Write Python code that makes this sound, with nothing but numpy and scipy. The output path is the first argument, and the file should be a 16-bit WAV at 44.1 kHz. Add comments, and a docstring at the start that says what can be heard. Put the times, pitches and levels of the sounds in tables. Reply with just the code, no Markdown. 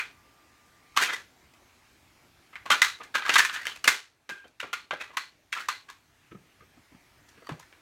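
"""Tape deck worked by hand

Keys, latches and cassette doors clack: bursts of tiny contacts excite the ringing modes of the case.
A cassette scrapes as random slips feed a moving resonance; sprung levers buzz as narrow noise bands.
The hand bumps the case with damped low thuds; a motor whines as a wavering sine until a key stops it.
A furnished room adds sparse echo tails and steady noise; a limiter ducks after the door slam.
"""
import sys
import numpy as np
from scipy import signal
from scipy.fft import rfft, irfft, next_fast_len
from scipy.io import wavfile
from scipy.ndimage import uniform_filter1d

SR = 44100
rng = np.random.default_rng(int(sys.argv[2]) if len(sys.argv) > 2 else 0)


def store_wav(level_fs):
    """Save 16-bit WAV to argv[1]."""
    pcm = np.round(np.clip(np.atleast_2d(level_fs), -1, 1) * 32767)
    wavfile.write(sys.argv[1], SR, pcm.T.astype(np.int16))


N = 344421

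# Blows of keys, latches and doors; the first falls just before the start. Columns: [t/s, blow level/dB,
# strongest ring f/Hz, treble re middle band/dB, bass re middle band/dB,
# build-up time constant/ms (at least 0.2), time to fall 12 dB/ms (at least 0.4)]
CLACKS = [(-0.012, -22.5, 2492, -15.5, -22.5, 1.9, 18), (0.966, -23, 1300, -11, -32, 1.55, 15),
          (0.975, -12, 1145, -10.5, -24, 2.1, 2), (1.03, -21, 1970, -4.5, -13, 15, 11.5),
          (1.039, -22, 2470, -12, -45, 8.5, -1), (1.097, -26.5, 1756, -22, -18.5, 9.9, 14),
          (1.136, -27, 2000, -8.5, -14.5, 6.8, 7.5), (1.538, -55, 2540, -4, -8, 0.74, 3.5),
          (2.529, -47.5, 1300, -28, -20, 0.9, 20), (2.556, -33, 2194, -22.5, -25, 0.33, 7.5),
          (2.663, -33.5, 1110, -15, -9, 3.6, 2), (2.705, -13, 1250, -11.5, -16.5, 1.9, 5.5),
          (2.716, -16, 1500, -12, -22, 4, 20), (2.819, -9, 2033, -8.5, -27, 0.77, 4),
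          (3.009, -37.5, 1224, -32.5, -8, 5.5, 10), (3.039, -44, 1760, -4.5, -22, 4.2, 4.5),
          (3.155, -17.5, 1670, -15.5, -18.5, 6.3, 6), (3.224, -31, 1260, -30, -29, 1.3, 0),
          (3.253, -28, 1640, -32, -27, 1.7, 7), (3.264, -26.5, 1186, -16, -26, 0.98, 2),
          (3.295, -15, 2756, -13, -14.5, 1.5, 6.5), (3.341, -20, 3160, 1, -21, 3.3, 6),
          (3.357, -11, 1264, -16, -28, 0.8, 8), (3.384, -19.5, 1635, 7, -16.5, 2.2, 12),
          (3.395, -11.5, 1803, -10.5, -23.5, 8, 4.5), (3.45, -18.5, 1800, -10, -51, 0.74, 6),
          (3.498, -27, 1580, -22, -48, 1.8, 1), (3.544, -31, 1680, -7.5, -29, 11, 13),
          (3.565, -29, 1760, -21, -28, 5.9, 1), (3.655, -29, 1770, -11, -29, 1.1, 3.5),
          (3.669, -22, 3060, -9.5, -18, 0.53, 1), (3.764, -40.5, 2610, -3, -14, 5.5, 2),
          (3.845, -21, 2840, -4.5, -22, 1.7, 1.5), (3.861, -32.5, 2480, -13, -7, 5.8, 0),
          (3.879, 2, 2100, -6.5, -19, 1.66, 8), (4.293, -25, 1567, -12.5, -16, 0.9, 1),
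          (4.298, -24, 1680, -11, -9.5, 1.9, 4.5), (4.382, -43.5, 1560, -18, -23.5, 6.3, 7),
          (4.443, -43.5, 1530, -18.5, -6, 2.5, 12), (4.482, -52.5, 1676, 11.5, -11, 6.1, 4),
          (4.604, -19.5, 2880, -12.5, -29, 2.6, 3.5), (4.631, -25.5, 1430, -29, -5.5, 2, 4.5),
          (4.731, -18, 1435, -12.5, -23, 0.97, 10.5), (4.91, -16.5, 1670, -24.5, -12, 0.88, 2),
          (5.014, -24.5, 2560, -15, -15.5, 6.5, 8.5), (5.107, -42, 1166, -23, -6, 11, 4),
          (5.138, -42.5, 1050, -15, -14, 4.6, 19), (5.171, -15, 1107, -10.5, -24, 0.75, 4.5),
          (5.523, -38, 2550, -8, -29.5, 0.65, 5.5), (5.528, -18, 2620, -12, -30, 1.13, 5.5),
          (5.577, -26, 1352, -21, -23.5, 17, 0.5), (5.609, -37, 3000, 3, -29.5, 2.2, 3),
          (5.687, -14.5, 1100, -10.5, -24.5, 1.1, 5), (5.89, -39.5, 1130, -18, -26.5, 2.7, 4),
          (5.901, -37, 1123, -4.5, -19, 1.2, 4.5), (7.29, -53.5, 1870, 3, -12, 4.06, 9.5),
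          (7.492, -31.5, 1145, -16, 0, 0.57, 3.5), (7.6, -45.5, 1030, -1, -10, 2.7, 1.5),
          (7.629, -51.5, 1890, -20, -18, 3.1, 11), (7.727, -48, 2280, -18, -11, 0.42, 1)]
# Hand and cassette against table and case: [t/s, thud level/dB, thud f/Hz, knock re thud/dB]
BUMPS = [(3.878, -42, 60, -18), (4.319, -39, 277, -19), (4.454, -43, 560, -10), (4.643, -35.5, 570, -24),
         (4.931, -26, 630, -18), (6.318, -40.5, 296, -4.5), (6.351, -38.5, 258, -9.5),
         (6.609, -54, 140.0, 4), (6.626, -53, 384, -2.5), (6.774, -53, 262, -10), (6.92, -52.5, 246, -13.5),
         (6.949, -48, 222, -9.5), (7.378, -53.5, 270.0, -1), (7.423, -51, 500.0, -3),
         (7.494, -36.5, 250, -24), (7.512, -33, 143, -19)]
# Sliding, chattering parts, one curve for each spell of rubbing, which may hold several strokes:
# [t/s, level/dB, rubbing-spot resonance f/Hz]
SCRAPES = [
    [(0.94, -61, 1190), (0.99, -36, 1390), (1.015, -27, 1150), (1.06, -34, 2680), (1.12, -52, 1690),
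     (1.17, -65, 1740), (1.225, -68, 1690)],
    [(3.148, -46, 1601), (3.17, -35, 1630), (3.215, -54, 1600), (3.25, -48, 1500), (3.28, -32.5, 1120),
     (3.325, -31, 1640), (3.375, -39, 1260), (3.405, -24, 1760), (3.445, -40, 1700), (3.48, -43, 1740),
     (3.64, -44, 1920), (3.69, -43, 3100), (3.72, -41.5, 3040), (3.78, -74, 2810)],
    [(4.3, -45.5, 2520), (4.325, -44.5, 2480), (4.4, -58.5, 2470), (4.49, -64.5, 2490)],
    [(4.93, -37, 1590), (4.96, -51, 1580), (5.04, -52, 2870), (5.09, -66, 2060), (5.15, -73, 1210)],
    [(5.54, -31, 2370), (5.565, -44, 1210), (5.6, -36, 1340), (5.67, -49, 1840)],
    [(7.3, -73.5, 1810), (7.45, -59, 1300), (7.48, -51.5, 1100), (7.53, -55.5, 1160), (7.58, -72, 1090)],
]
# Sprung levers: [pluck t/s, damping t/s, f/Hz, resonator width/Hz, level at pluck/dB]
SPRINGS = [(1.17, 1.218, 1714, 90.5, -49), (2.822, 2.989, 3900, 400, -34), (4.297, 4.48, 1605, 60.2, -28.5),
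           (4.727, 4.867, 4240, 450, -41), (5.164, 5.315, 4230, 450, -37.5), (5.688, 5.847, 4170, 450, -38)]
# Modes of the case: [f/Hz, relative level/dB]
CASE_MODES = [(1222, -43.5), (1642, -54), (1733, -56.5), (2062, -46), (2428, -53.5), (2616, -65),
              (2907, -56.5), (3171, -52.5), (3768, -60), (4366, -62), (4565, -64)]
# Spectrum of one contact: [f/Hz, relative level per Hz/dB]
TICK_SPECTRUM = [(120, -45), (200, -28.5), (380, -16.5), (520, -20), (760, -11.5), (1230, 3), (1500, 4),
                 (2400, 0), (3100, -5), (3600, -6.5), (4300, -10.5), (4900, -15), (6200, -14.5),
                 (9000, -24), (13200, -28.5), (16000, -34.5)]
# Reverberation time of the room: [f/Hz, time to fall 60 dB/s]
ROOM_T60 = [(150, 0.3), (600, 0.29), (1300, 0.24), (4300, 0.3), (15000, 0.24)]
# Spectrum of the room noise: [f/Hz, relative level per Hz/dB]
AIR_SPECTRUM = [(18, -38.5), (30, -10), (75, -2.5), (227, -13.5), (266, -6.5), (526, -16), (649, -12.5),
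                (1390, -14.5), (2350, -14), (2900, -18.5), (6720, -23.5), (10500, -29.5), (12300, -29),
                (16000, -34)]

LEAD = SR // 10  # samples kept ahead of the start
BUILD_UP = 800  # samples before a blow's peak
CASE_T60, SPOT_T60, SPRING_T60 = 0.062, 0.029, 0.4  # s
RING_DB, RING_REF_DB, RING_PER_DB = -3, -17.5, -0.14  # hard blows are more tick, light ones more ring
RING_DB_PER_OCTAVE, RING_REF_HZ = -3, 1640  # small high-pitched parts hardly ring
ROOM_DB, CLACK_ROOM_DB = -0.5, -2.5
ROOM_PER_TREBLE_DB, TREBLE_REF_DB = -0.1271, -14.5  # bright ticks beam forward and feed the room less
SCRAPE_TREBLE_DB = -17.5
AIR_DB = -61
WHINE_HZ, WHINE_DB, WHINE_STOP_S = 1191, -70, 0.99
LIMIT_DB, RECOVER_DB_PER_S = -9, 3
EDGE_HZ = 16400  # upper band limit


def gain_of(db):
    """Level to amplitude: 20 dB is a factor of ten."""
    return 10 ** (np.asarray(db) / 20)


def evened(x):
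    """Normalisation to unit rms."""
    return x / np.sqrt(np.mean(x ** 2) + 1e-20)


def read(points, hz):
    """Linear interpolation on a logarithmic frequency axis."""
    f, value = np.transpose(points)
    return np.interp(np.log(hz + 1), np.log(f + 1), value)


def add(mix, s, sound):
    """Superposition: a sound is summed into the mix at s seconds."""
    part = mix[LEAD + round(s * SR):][:len(sound)]
    part += sound[:len(part)]


def peaked(x, db):
    """Short-time level: the rms of the loudest two milliseconds is set to db."""
    return gain_of(db) * x / np.sqrt(uniform_filter1d(x ** 2, size=88).max())


def causal(db):
    """Minimum phase: the Hilbert transform of the log gain gives a response without pre-ringing."""
    log = np.log(gain_of(np.maximum(db, -100)))
    log = np.r_[log, log[-2:0:-1]]
    spectrum = np.exp(np.conj(signal.hilbert(log)))
    return np.fft.ifft(spectrum).real[:len(db)]


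def rattle(rise_ms, fall_ms, size=3000):
    """Random impacts: uneven contacts swell up to the blow and decay exponentially after it."""
    ms = (np.arange(size) - BUILD_UP) / SR * 1000
    u, sign, strength = rng.random(size), rng.choice([-1., 1.], size), rng.exponential(1, size)
    contacts = (u < .25) * sign * gain_of(3.1 * np.minimum(strength, 4))
    rise_ms, fall_ms = max(rise_ms, .2), max(fall_ms, .4)
    rise = np.exp(ms / rise_ms) * (ms > -2.2 * rise_ms)
    fall = gain_of(-12 * ms / fall_ms)
    return contacts * np.where(ms < 0, rise, fall)


def case_ring(centre_hz):
    """Modal superposition: modes near the struck spot answer most, a little differently at every blow."""
    hz, db = np.transpose(CASE_MODES)[:, :, None]
    t = np.arange(4000) / SR
    level_chance, pitch_chance = rng.standard_normal((2, len(hz), 1))
    near_db = -11 * np.log2(hz / centre_hz) ** 2 + 9.2 * level_chance
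    decay = gain_of(db + near_db - 60 * t / CASE_T60)
    modes = (decay * np.sin(2 * np.pi * hz * (1 + 0.023 * pitch_chance) * t)).sum(0)
    spot = gain_of(-60 * t / SPOT_T60) * np.sin(2 * np.pi * centre_hz * t)
    ring = modes / np.linalg.norm(modes) + 1.5 * spot / np.linalg.norm(spot)
    return ring / np.linalg.norm(ring)


def struck(centre_hz, ring_db):
    """Impulse response: the deck answers one contact with a tick and the ringing case."""
    tick = causal(read(TICK_SPECTRUM, np.fft.rfftfreq(2048, 1 / SR)))
    body = gain_of(ring_db) * case_ring(centre_hz)
    body[:len(tick)] += 0.56 * tick / np.linalg.norm(tick)
    return body


def balanced(x, treble_db, bass_db):
    """Band energies: treble and the band below 800 Hz are set relative to the band between."""
    size = next_fast_len(len(x) + 500)
    hz, z = np.fft.rfftfreq(size, 1 / SR), rfft(x, size)
    low = 1 / (1 + (hz / 800) ** 8)
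    high = 1 / (1 + (4400 / (hz + 1)) ** 6)
    mid = 1 - low - high
    low = low / (1 + (210 / (hz + 1)) ** 4)  # the small case radiates no deep bass
    low_to_mid, high_to_mid = [np.linalg.norm(z * mid) / np.linalg.norm(z * band) for band in (low, high)]
    bass = low * low_to_mid * gain_of(bass_db)
    treble = high * high_to_mid * gain_of(treble_db)
    return irfft(z * (mid + bass + treble), size)


def clack(blow_db, centre_hz, treble_db, bass_db, rise_ms, fall_ms):
    """Convolution: a rattle heard through the deck; the walls get a flatter blend of the response."""
    hardness_db = RING_PER_DB * (blow_db - RING_REF_DB)
    pitch_db = RING_DB_PER_OCTAVE * np.log2(centre_hz / RING_REF_HZ)
    ring_db = RING_DB + hardness_db + pitch_db
    room_db = CLACK_ROOM_DB + ROOM_PER_TREBLE_DB * (treble_db - TREBLE_REF_DB)
    sound = signal.fftconvolve(rattle(rise_ms, fall_ms), struck(centre_hz, ring_db))
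    sound = peaked(balanced(sound, treble_db, bass_db), blow_db)
    # the walls are struck from all sides
    blend = np.pad(struck(centre_hz, ring_db - 6.5), (BUILD_UP, 0))
    blend = balanced(blend, treble_db, bass_db)
    return sound, gain_of(room_db) * blend * np.linalg.norm(sound) / np.linalg.norm(blend)


def room(x):
    """Reverberation: three sparse tails, each band with its own decay, take turns so like hits differ."""
    out, turn = np.zeros(len(x)), np.arange(len(x)) / SR * 2.3
    for k in range(3):
        taps = np.zeros(SR // 2)
        at = np.arange(200, len(taps) - 20, 20)
        taps[at + rng.integers(0, 20, len(at))] = rng.choice([-1., 1.], len(at))
        clumps = evened(uniform_filter1d(rng.standard_normal(len(taps)), size=150))
        taps *= gain_of(2.8 * clumps)
        hz, t, z = signal.stft(taps, SR, nperseg=256)
        decay = gain_of(-60 * t / read(ROOM_T60, hz)[:, None])
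        tail = signal.istft(z * decay, SR, nperseg=256)[1]
        share = np.sqrt(2 / 3) * np.cos(np.pi * (turn + k / 3))  # the squared shares sum to 1
        out += signal.fftconvolve(x * share, tail / np.linalg.norm(tail))[:len(x)]
    return out


def air():
    """Filtered noise: steady room noise with faint patches drifting over time and frequency."""
    frames, hz = N // 256 + 5, np.fft.rfftfreq(1024, 1 / SR)
    a, b, patches = rng.standard_normal((frames, 513, 3)).T
    patches = uniform_filter1d(patches, size=10, axis=0)
    patches = evened(uniform_filter1d(patches, size=14, axis=1))
    z = (a + 1j * b) * gain_of(read(AIR_SPECTRUM, hz)[:, None] + 1.9 * patches)
    noise = signal.istft(z, nperseg=1024, noverlap=768)[1][:N]
    return gain_of(AIR_DB) * evened(noise)


def whine():
    """Frequency modulation: a thin motor tone wavers by 4 Hz rms until it stops."""
    t = np.arange(N) / SR
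    hz = WHINE_HZ + 4 * evened(uniform_filter1d(rng.standard_normal(N), size=2000))
    tone = np.sqrt(2) * np.sin(2 * np.pi * np.cumsum(hz) / SR)
    return gain_of(WHINE_DB) * tone * (t < WHINE_STOP_S)


def scrape(rows):
    """Stick-slip friction: dense uneven slips feed the deck and a resonance moving with the rubbing spot."""
    s, *columns = np.transpose(rows)
    t = np.arange(s[0], s[-1], 1 / SR)
    level_db, centre_hz = (np.interp(t, s, c) for c in columns)
    slips = (rng.random(len(t)) < 1500 / SR) * rng.standard_normal(len(t))  # 1500 slips a second
    slips = slips * gain_of(3.5 * evened(uniform_filter1d(rng.standard_normal(len(t)), size=200)))
    # shift the spot to 0 Hz, filter with a one-pole resonance 130 Hz wide, shift back
    turn, r = np.exp(2j * np.pi * np.cumsum(centre_hz) / SR), np.exp(-np.pi * 130 / SR)
    spot = (turn * signal.lfilter([1 - r], [1, -r], slips / turn)).real
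    sound = balanced(signal.fftconvolve(slips, struck(1900, 6.0)), 0, -12.5)[:len(t)]
    low = signal.sosfiltfilt(signal.butter(N=4, Wn=5000, fs=SR, output="sos"), sound)
    body = evened(evened(low) + 2.2 * evened(spot))
    sound = body + evened(sound - low) * gain_of(SCRAPE_TREBLE_DB)
    return s[0], sound * gain_of(level_db) * signal.windows.tukey(len(t), .06)


def spring(start, stop, hz, width_hz, level_db):
    """Randomly driven resonance: one mode buzzes with chatter and dies slowly until it is damped."""
    t, r = np.arange(0, stop - start, 1 / SR), np.exp(-np.pi * width_hz / SR)
    chatter = signal.lfilter([1], [1, -2 * r, r ** 2], rng.standard_normal((2, SR // 4)))[:, :len(t)]
    tone = evened(chatter[0] * np.sin(2 * np.pi * hz * t) + chatter[1] * np.cos(2 * np.pi * hz * t))
    return tone * gain_of(level_db - 60 * t / SPRING_T60) * signal.windows.tukey(len(t), .2)


def bump(blow_db, thud_hz, knock_db):
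    """Heavy damping: a soft push gives a low thud, 60 dB down in about 3 cycles, and a dull knock."""
    t, push = np.arange(2000) / SR, rattle(3.5, 11.5)
    thud = t * np.sin(2 * np.pi * thud_hz * t) * gain_of(-60 * t * thud_hz / 3.1)
    thud, knock = (signal.fftconvolve(push, body)[:4500] for body in (thud, struck(1300, -5.0)))
    knock = signal.sosfilt(signal.butter(N=2, Wn=2300, fs=SR, output="sos"), knock)
    return peaked(thud, blow_db) + peaked(knock, blow_db + knock_db)


def scene():
    """Superposition of direct sound, its room tail, the room noise and the motor."""
    deck, spread = np.zeros((2, N + LEAD))  # direct sound, and what feeds the room
    for s, *row in CLACKS:
        sound, blend = clack(*row)
        add(deck, s - BUILD_UP / SR, sound)
        add(spread, s - BUILD_UP / SR, blend)
    for rows in SCRAPES:
        s, sound = scrape(rows)
        add(deck, s, sound)
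        add(spread, s, gain_of(-12.0) * sound)
    for row in SPRINGS:
        sound = spring(*row)
        add(deck, row[0], sound)
        add(spread, row[0], gain_of(-18.0) * sound)
    for s, *row in BUMPS:
        sound = bump(*row)
        add(deck, s - BUILD_UP / SR, sound)
        add(spread, s - BUILD_UP / SR, gain_of(-10.0) * sound)
    deck = deck + gain_of(ROOM_DB) * room(spread)
    return (deck[LEAD:] + air() + whine())[None]


def record(dry):
    """Gain control: deep bass is cut, overload ducks fast and recovers slowly, peaks round, treble ends."""
    dry = signal.sosfilt(signal.butter(N=2, Wn=42, btype="high", fs=SR, output="sos"), dry)
    power_db = 10 * np.log10(abs(uniform_filter1d(dry[0] ** 2, size=200)) + 1e-12)
    fall = np.arange(N) * RECOVER_DB_PER_S / SR
    held_db = np.maximum.accumulate(power_db + fall) - fall  # peaks held, sinking at the recovery rate
    over_db = np.maximum(held_db - LIMIT_DB, 0)
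    ducked = dry / gain_of(uniform_filter1d(over_db, size=100))
    rounded = .85 * np.tanh(ducked / .85)
    band_limit = signal.firwin(511, EDGE_HZ, window=("kaiser", 9), fs=SR)
    return signal.oaconvolve(rounded, band_limit[None], "same")


dry = scene()
out = record(dry)
store_wav(out)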